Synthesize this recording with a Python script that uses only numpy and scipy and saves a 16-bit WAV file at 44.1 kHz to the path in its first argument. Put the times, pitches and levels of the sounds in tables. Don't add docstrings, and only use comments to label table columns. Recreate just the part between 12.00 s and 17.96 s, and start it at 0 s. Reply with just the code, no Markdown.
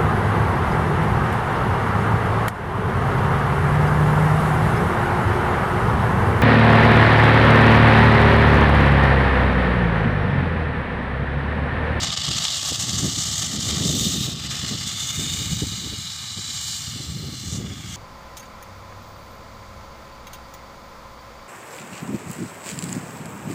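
import sys
import numpy as np
from scipy.fft import rfft, irfft, next_fast_len
from scipy.io import wavfile
from scipy.ndimage import uniform_filter1d, map_coordinates

SR = 44100
rng = np.random.default_rng(int(sys.argv[2]) if len(sys.argv) > 2 else 0)


def digitize_waveform(pressure):
    field = np.atleast_2d(pressure).T
    bounded = np.clip(field, -1, 1)
    quanta = np.round(bounded * 32767).astype(np.int16)
    wavfile.write(sys.argv[1], SR, quanta)


N = 262836

# time in seconds, then roar, hiss, sizzle and air in dB.
JET_LEVELS = [(0.0, -40, -30.5, -40, -68), (0.34, -36.5, -25, -30, -53), (0.7, -40.5, -28.5, -31, -48),
              (1.34, -40.5, -29, -29, -48), (1.77, -39, -29, -32.0, -49), (2.01, -43.5, -27, -26, -37),
              (2.25, -42, -29.5, -33.5, -42), (2.41, -40, -31.5, -35, -49), (2.71, -41.5, -30, -37, -54),
              (3.09, -42.5, -33, -31.5, -46), (3.34, -42, -31.5, -32.0, -44), (3.89, -44.5, -35, -38, -51),
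              (4.34, -45, -36.5, -37, -56), (4.7, -44.0, -32.0, -31.5, -46), (5.0, -46, -37.5, -38.5, -53),
              (5.27, -48, -40.5, -44, -52), (5.56, -47.0, -37.0, -35.5, -55),
              (5.62, -47.0, -45, -48.5, -56), (5.83, -47.5, -45.5, -46.5, -56),
              (5.96, -44, -40.5, -38.5, -52)]
# frequency in Hz, relative level in dB.
JET_SPECTRUM = [(250.0, -34), (740.0, -11.5), (970.0, -13), (1500.0, -12.5), (2200.0, -11.5), (2600.0, -8),
                (2950.0, 1.26), (3700.0, 3.5), (5300.0, 2.5), (7400.0, 5), (8400.0, -2), (10000.0, -19.5),
                (12000.0, -20.5), (14500.0, -9)]
BAND_EDGES_HZ = [2650, 5500, 9200, 13250]
# time in seconds, flutter depth in dB.
FEED_FLUTTER = [(0, 3), (.45, 2.5), (.9, 2), (2.6, 1.57), (5, 0.77), (5.96, 1.2)]
# centre in seconds, length in seconds, feed change in dB.
FEED_SURGES = [(.034, 0.053, 6.5), (.119, 0.027, 3.4), (.447, 0.021, 1.5), (.485, 0.052, -1.5),
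               (.688, 0.026, 3), (.78, 0.022, -3.5), (.808, 0.029, 2.3), (.85, .035, 0),
               (1.222, 0.036, 2.5), (1.504, 0.048, -2), (1.584, 0.029, -6), (1.686, 0.054, 1.5),
               (2.365, 0.13, -5), (2.488, 0.032, -4.5), (2.518, 0.031, 3.5), (2.6, .04, 1.5),
               (2.69, 0.035, 2.5), (2.851, 0.04, -1), (2.883, 0.033, 3)]
FEED_SWAY = [1.02, 0.89, 1.6, 1.75, 1.5]
# centre in Hz, half width in Hz, gain in dB.
RESONANCES = [(1220.0, 90.0, 5.9), (1820.0, 60.0, 2.9), (2150.0, 90.0, 4.6), (2950.0, 130.0, 3.1),
              (3530.0, 120.0, 1.5), (4670.0, 140.0, 0.9), (5930.0, 80.0, 1.5), (6570.0, 160.0, 2.8),
              (7130.0, 160.0, 0.9), (7610.0, 40.0, 1.8)]
# time in seconds, centre in Hz, gain in dB.
LOW_ROAR = [(0, 700, 4), (1.5, 680, 0.5), (4, 650, -6), (5.96, 646, -3)]
THROATY_ROAR = [(2.2, 1900, 0), (2.36, 1950, -4), (2.5, 1700, 4), (2.8, 1950, 0), (3.25, 2250, 4),
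                (3.8, 2200, 0)]
NOZZLE_RESONANCE = [(0.0, 3480.0, 3.5), (1.5, 3620.0, 1.9), (2.3, 3740.0, 8.9), (2.5, 3640.0, 0.7),
                    (2.8, 3480.0, 0.0), (3.05, 3560.0, 8.5), (3.3, 3640.0, 10.0), (3.55, 3850.0, 5.9),
                    (4.15, 3920.0, 10.5), (4.55, 3980.0, 9.5), (4.85, 4130.0, 4.0), (5.3, 4140.0, 8.4),
                    (5.5, 4050.0, 4.2), (5.62, 3370.0, 5.9), (5.75, 3360.0, 11.0), (5.96, 3230.0, 9.0)]
LOW_HOLLOW = [(0.0, 2460.0, -6.9), (0.7, 2330.0, -6.5), (1.2, 2560.0, -12.7), (1.6, 2560.0, -17.4),
              (2.0, 2490.0, -2.5), (2.4, 2190.0, -4.1), (2.75, 2370.0, -6.0), (3.15, 2620.0, -1.5),
              (3.5, 2640.0, -5.0), (4.4, 2720.0, -10.6), (4.9, 2560.0, -8.0), (5.5, 2520.0, -9.1),
              (5.96, 2480.0, -2.5)]
HIGH_HOLLOW = [(0.0, 5290.0, -0.1), (1.6, 5100.0, -0.4), (2.1, 4810.0, -3.3), (2.5, 4490.0, -4.6),
               (2.85, 5060.0, -3.3), (3.2, 5760.0, -6.9), (3.8, 5380.0, -7.8), (4.2, 6210.0, -3.9),
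               (4.7, 6030.0, -4.1), (5.0, 6550.0, -8.3), (5.35, 6880.0, -7.6), (5.6, 7000.0, 2.1),
               (5.96, 6990.0, -1.1)]
# time in seconds, long delay in ms, short delay in ms.
ECHO_DELAYS = [(0, 1.727, 1.576), (.7, 1.76, 1.55), (1.2, 1.667, 1.531), (1.65, 1.635, 1.525),
               (2.6, 1.672, 1.49), (3.2, 1.697, 1.37), (3.6, 1.7, 1.32), (4.05, 1.738, 1.348),
               (4.75, 1.707, 1.316), (5.05, 1.698, 1.45), (5.5, 1.7, 1.413), (5.96, 1.79, 1.405)]
ECHO_STRENGTHS = [0.19, 0.17]
# start in seconds, relative peak level in dB.
CLUMPS = [(.057, -8), (0.104, -9), (0.316, -7), (.446, -12.5), (0.4516, -2), (1.43, -6), (1.942, -13),
          (1.996, -10), (2.224, -12), (2.513, -14)]
# time in seconds, strength in dB.
AIRFLOW = [(0.0, -37.5), (0.2, -42), (0.71, -41.5), (0.94, -34.0), (1.28, -44), (1.48, -38), (1.82, -29.5),
           (2.1, -30), (2.59, -39), (2.78, -37.5), (3.06, -39.5), (3.46, -34.5), (3.8, -39.5),
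           (3.99, -36.5), (4.02, -44), (4.77, -43), (5.27, -35), (5.39, -39), (5.58, -31.5), (5.86, -40.0),
           (5.96, -39)]
# centre in seconds, length in seconds, rise in dB.
GUSTS = [(0.049, 0.112, 4.7), (0.325, 0.12, 8.5), (0.719, 0.029, 8), (1.067, 0.14, 8), (1.182, 0.0307, 8),
         (1.292, 0.11, 8.5), (1.428, 0.033, 6.5), (1.549, 0.092, 4.8), (2.634, 0.033, 6.5),
         (2.726, 0.096, 6.5), (3.21, 0.091, 5.5), (3.524, 0.046, 1.5), (3.627, 0.029, 9),
         (3.856, 0.05, 4.5), (4.386, 0.04, 6.5), (4.508, 0.048, 4), (4.985, 0.079, 4)]
# frequency in Hz, relative level in dB.
RUMBLE_SPECTRUM = [(20, -48), (35, -17), (50, -23), (70, -3), (100, 0), (160, -3), (220, -14.5), (320, -34),
                   (600, -73)]
FLAPPING_SPECTRUM = [(90, -19), (150, -0.5), (205, 1), (300, -4.5), (450, -14.5), (700, -24), (1200, -41.5),
                     (3000, -75)]
# centre in seconds, peak level in dB, width in seconds.
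EDDIES = [(0.722, -22, 0.00047), (3.533, -19.5, 0.0022), (3.623, -14, 0.00093), (3.67, -22, 0.0014),
          (5.511, -33, 0.0017), (5.632, -27, 0.0023)]


def jet(sputter, shimmer_db):
    roar_db, hiss_db, sizzle_db, air_db = curves(JET_LEVELS)
    fizz_db = 0.66 * sizzle_db + 0.34 * air_db - 11
    levels_db = [roar_db, hiss_db, sizzle_db, fizz_db, air_db]
    depth_db, = curves(FEED_FLUTTER)
    flutter_db = depth_db * (0.42 * wobble(75) + 0.74 * wobble(170) + 0.5 * wobble(700))
    flutter = steadied(amp(flutter_db), samples=2600)
    feed_db = swells(FEED_SURGES) + sputter * depth_db * wobble(32.05)
    bands = eddy_bands(ground_scatter(near_echoes(turbulence())), order=32)
    return flutter * sum(amp(db + sway * feed_db + shimmer_db * wobble(20)) * band
                         for db, sway, band in zip(levels_db, FEED_SWAY, bands))


def turbulence():
    def peaks(hz):
        return amp(sum(db / (1 + ((hz - centre) / width) ** 2) for centre, width, db in RESONANCES))
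    rush = filtered(noise(JET_SPECTRUM), peaks)
    rush = swept(rush, LOW_ROAR, half_width_hz=150)
    rush = swept(rush, THROATY_ROAR, half_width_hz=180)
    rush = swept(rush, NOZZLE_RESONANCE, half_width_hz=105)
    rush = swept(rush, LOW_HOLLOW, half_width_hz=130)
    return swept(rush, HIGH_HOLLOW, half_width_hz=200)


def eddy_bands(x, order):
    highs = [filtered(x, lambda hz: 1 - 1 / (1 + (hz / edge) ** order)) for edge in BAND_EDGES_HZ]
    above = [x, *highs, 0]
    return [unit(lower - upper) for lower, upper in zip(above, above[1:])]


def spits(rise_s, gain_db, cutoff_hz):
    t = np.arange(N) / SR
    bursts = np.zeros(N)
    for start, db in CLUMPS:
        age = np.maximum(t - start, 0) / rise_s
        bursts += amp(db + gain_db) * age * np.exp(1 - age)
    coarse = filtered(noise(JET_SPECTRUM), lambda hz: 1 / (1 + (hz / cutoff_hz) ** 4))
    return bursts * unit(coarse)


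def near_echoes(x):
    out = x.copy()
    for delay_ms, strength in zip(curves(ECHO_DELAYS), ECHO_STRENGTHS):
        out += strength * delayed(x, delay_ms / 1000)
    return out


def ground_scatter(x, count=6, strength=0.085, drift_s=0.00003):
    out = x.copy()
    for delay_s in rng.uniform(0.002, 0.005, count):
        out += strength * delayed(x, delay_s + drift_s * wobble(1.2))
    return out


def wind(lumpy_db, rumble_gain_db, rumble_wander_db, flap_wander_db):
    flow_db, = curves(AIRFLOW)
    strength_db = flow_db + swells(GUSTS)
    rumble_db = strength_db + rumble_gain_db + rumble_wander_db * wobble(20)
    flap_db = -39.8 + 1.96 * (strength_db + 36) + flap_wander_db * wobble(25)
    lumps = amp(lumpy_db * wobble(70))
    rumble = steadied(lumps * noise(RUMBLE_SPECTRUM), samples=2500)
    flapping = steadied(lumps * noise(FLAPPING_SPECTRUM), samples=2500)
    return amp(rumble_db) * rumble + amp(flap_db) * flapping


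def thumps():
    t = np.arange(N) / SR
    out = np.zeros(N)
    for centre, db, width in EDDIES:
        offset = (t - centre) / width
        out += amp(db) * (1 - offset ** 2) * np.exp(-offset ** 2 / 2)
    return out


def swept(x, track, half_width_hz):
    centre_hz, gain_db = curves(track)
    phase = 2 * np.pi * np.cumsum(centre_hz) / SR
    narrow = lambda hz: 1 / (1 + (hz / half_width_hz) ** 2)
    band = 2 * sum(carrier * filtered(x * carrier, narrow) for carrier in (np.cos(phase), np.sin(phase)))
    return x + (amp(gain_db) - 1) * band


def delayed(x, seconds):
    return map_coordinates(x, [np.arange(N) - seconds * SR])


def amp(db):
    return 10 ** (np.asarray(db) / 20)


def unit(x):
    return x / np.sqrt(np.mean(x ** 2) + 1e-20)


def curves(rows):
    times, *columns = np.transpose(rows)
    return [np.interp(np.arange(N) / SR, times, column) for column in columns]


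def swells(rows):
    t = np.arange(N) / SR
    return sum(db * np.exp(-(2 * (t - centre) / length) ** 2) for centre, length, db in rows)


def wobble(rate):
    knots = rng.standard_normal(int(N * rate / SR) + 4)
    return unit(map_coordinates(knots, [np.arange(N) * rate / SR]))


def filtered(x, response):
    size = next_fast_len(N + 8192)
    return irfft(rfft(x, size) * response(np.fft.rfftfreq(size, 1 / SR)), size)[:N]


def noise(spectrum):
    points_hz, db = np.transpose(spectrum)
    colour = lambda hz: amp(np.interp(np.log(hz + 1), np.log(points_hz), db))
    return unit(filtered(rng.standard_normal(N), colour))


def steadied(x, samples):
    power = uniform_filter1d(uniform_filter1d(x ** 2, samples), samples)
    return x / np.sqrt(np.abs(power) + 1e-12)


def scene():
    spray = jet(sputter=0.25, shimmer_db=0.55) + spits(rise_s=0.00074, gain_db=-13, cutoff_hz=5900)
    buffeting = wind(lumpy_db=3.0, rumble_gain_db=1.8, rumble_wander_db=2.0, flap_wander_db=1.2)
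    return (spray + buffeting + thumps())[None]


def record(dry):
    low_cut_hz, top_hz = 32, 15520
    low_cut = lambda hz: 1 - 1 / (1 + (hz / low_cut_hz) ** 4)
    return filtered(dry[0], lambda hz: low_cut(hz) * (hz < top_hz))[None]


dry = scene()
out = record(dry)
digitize_waveform(out)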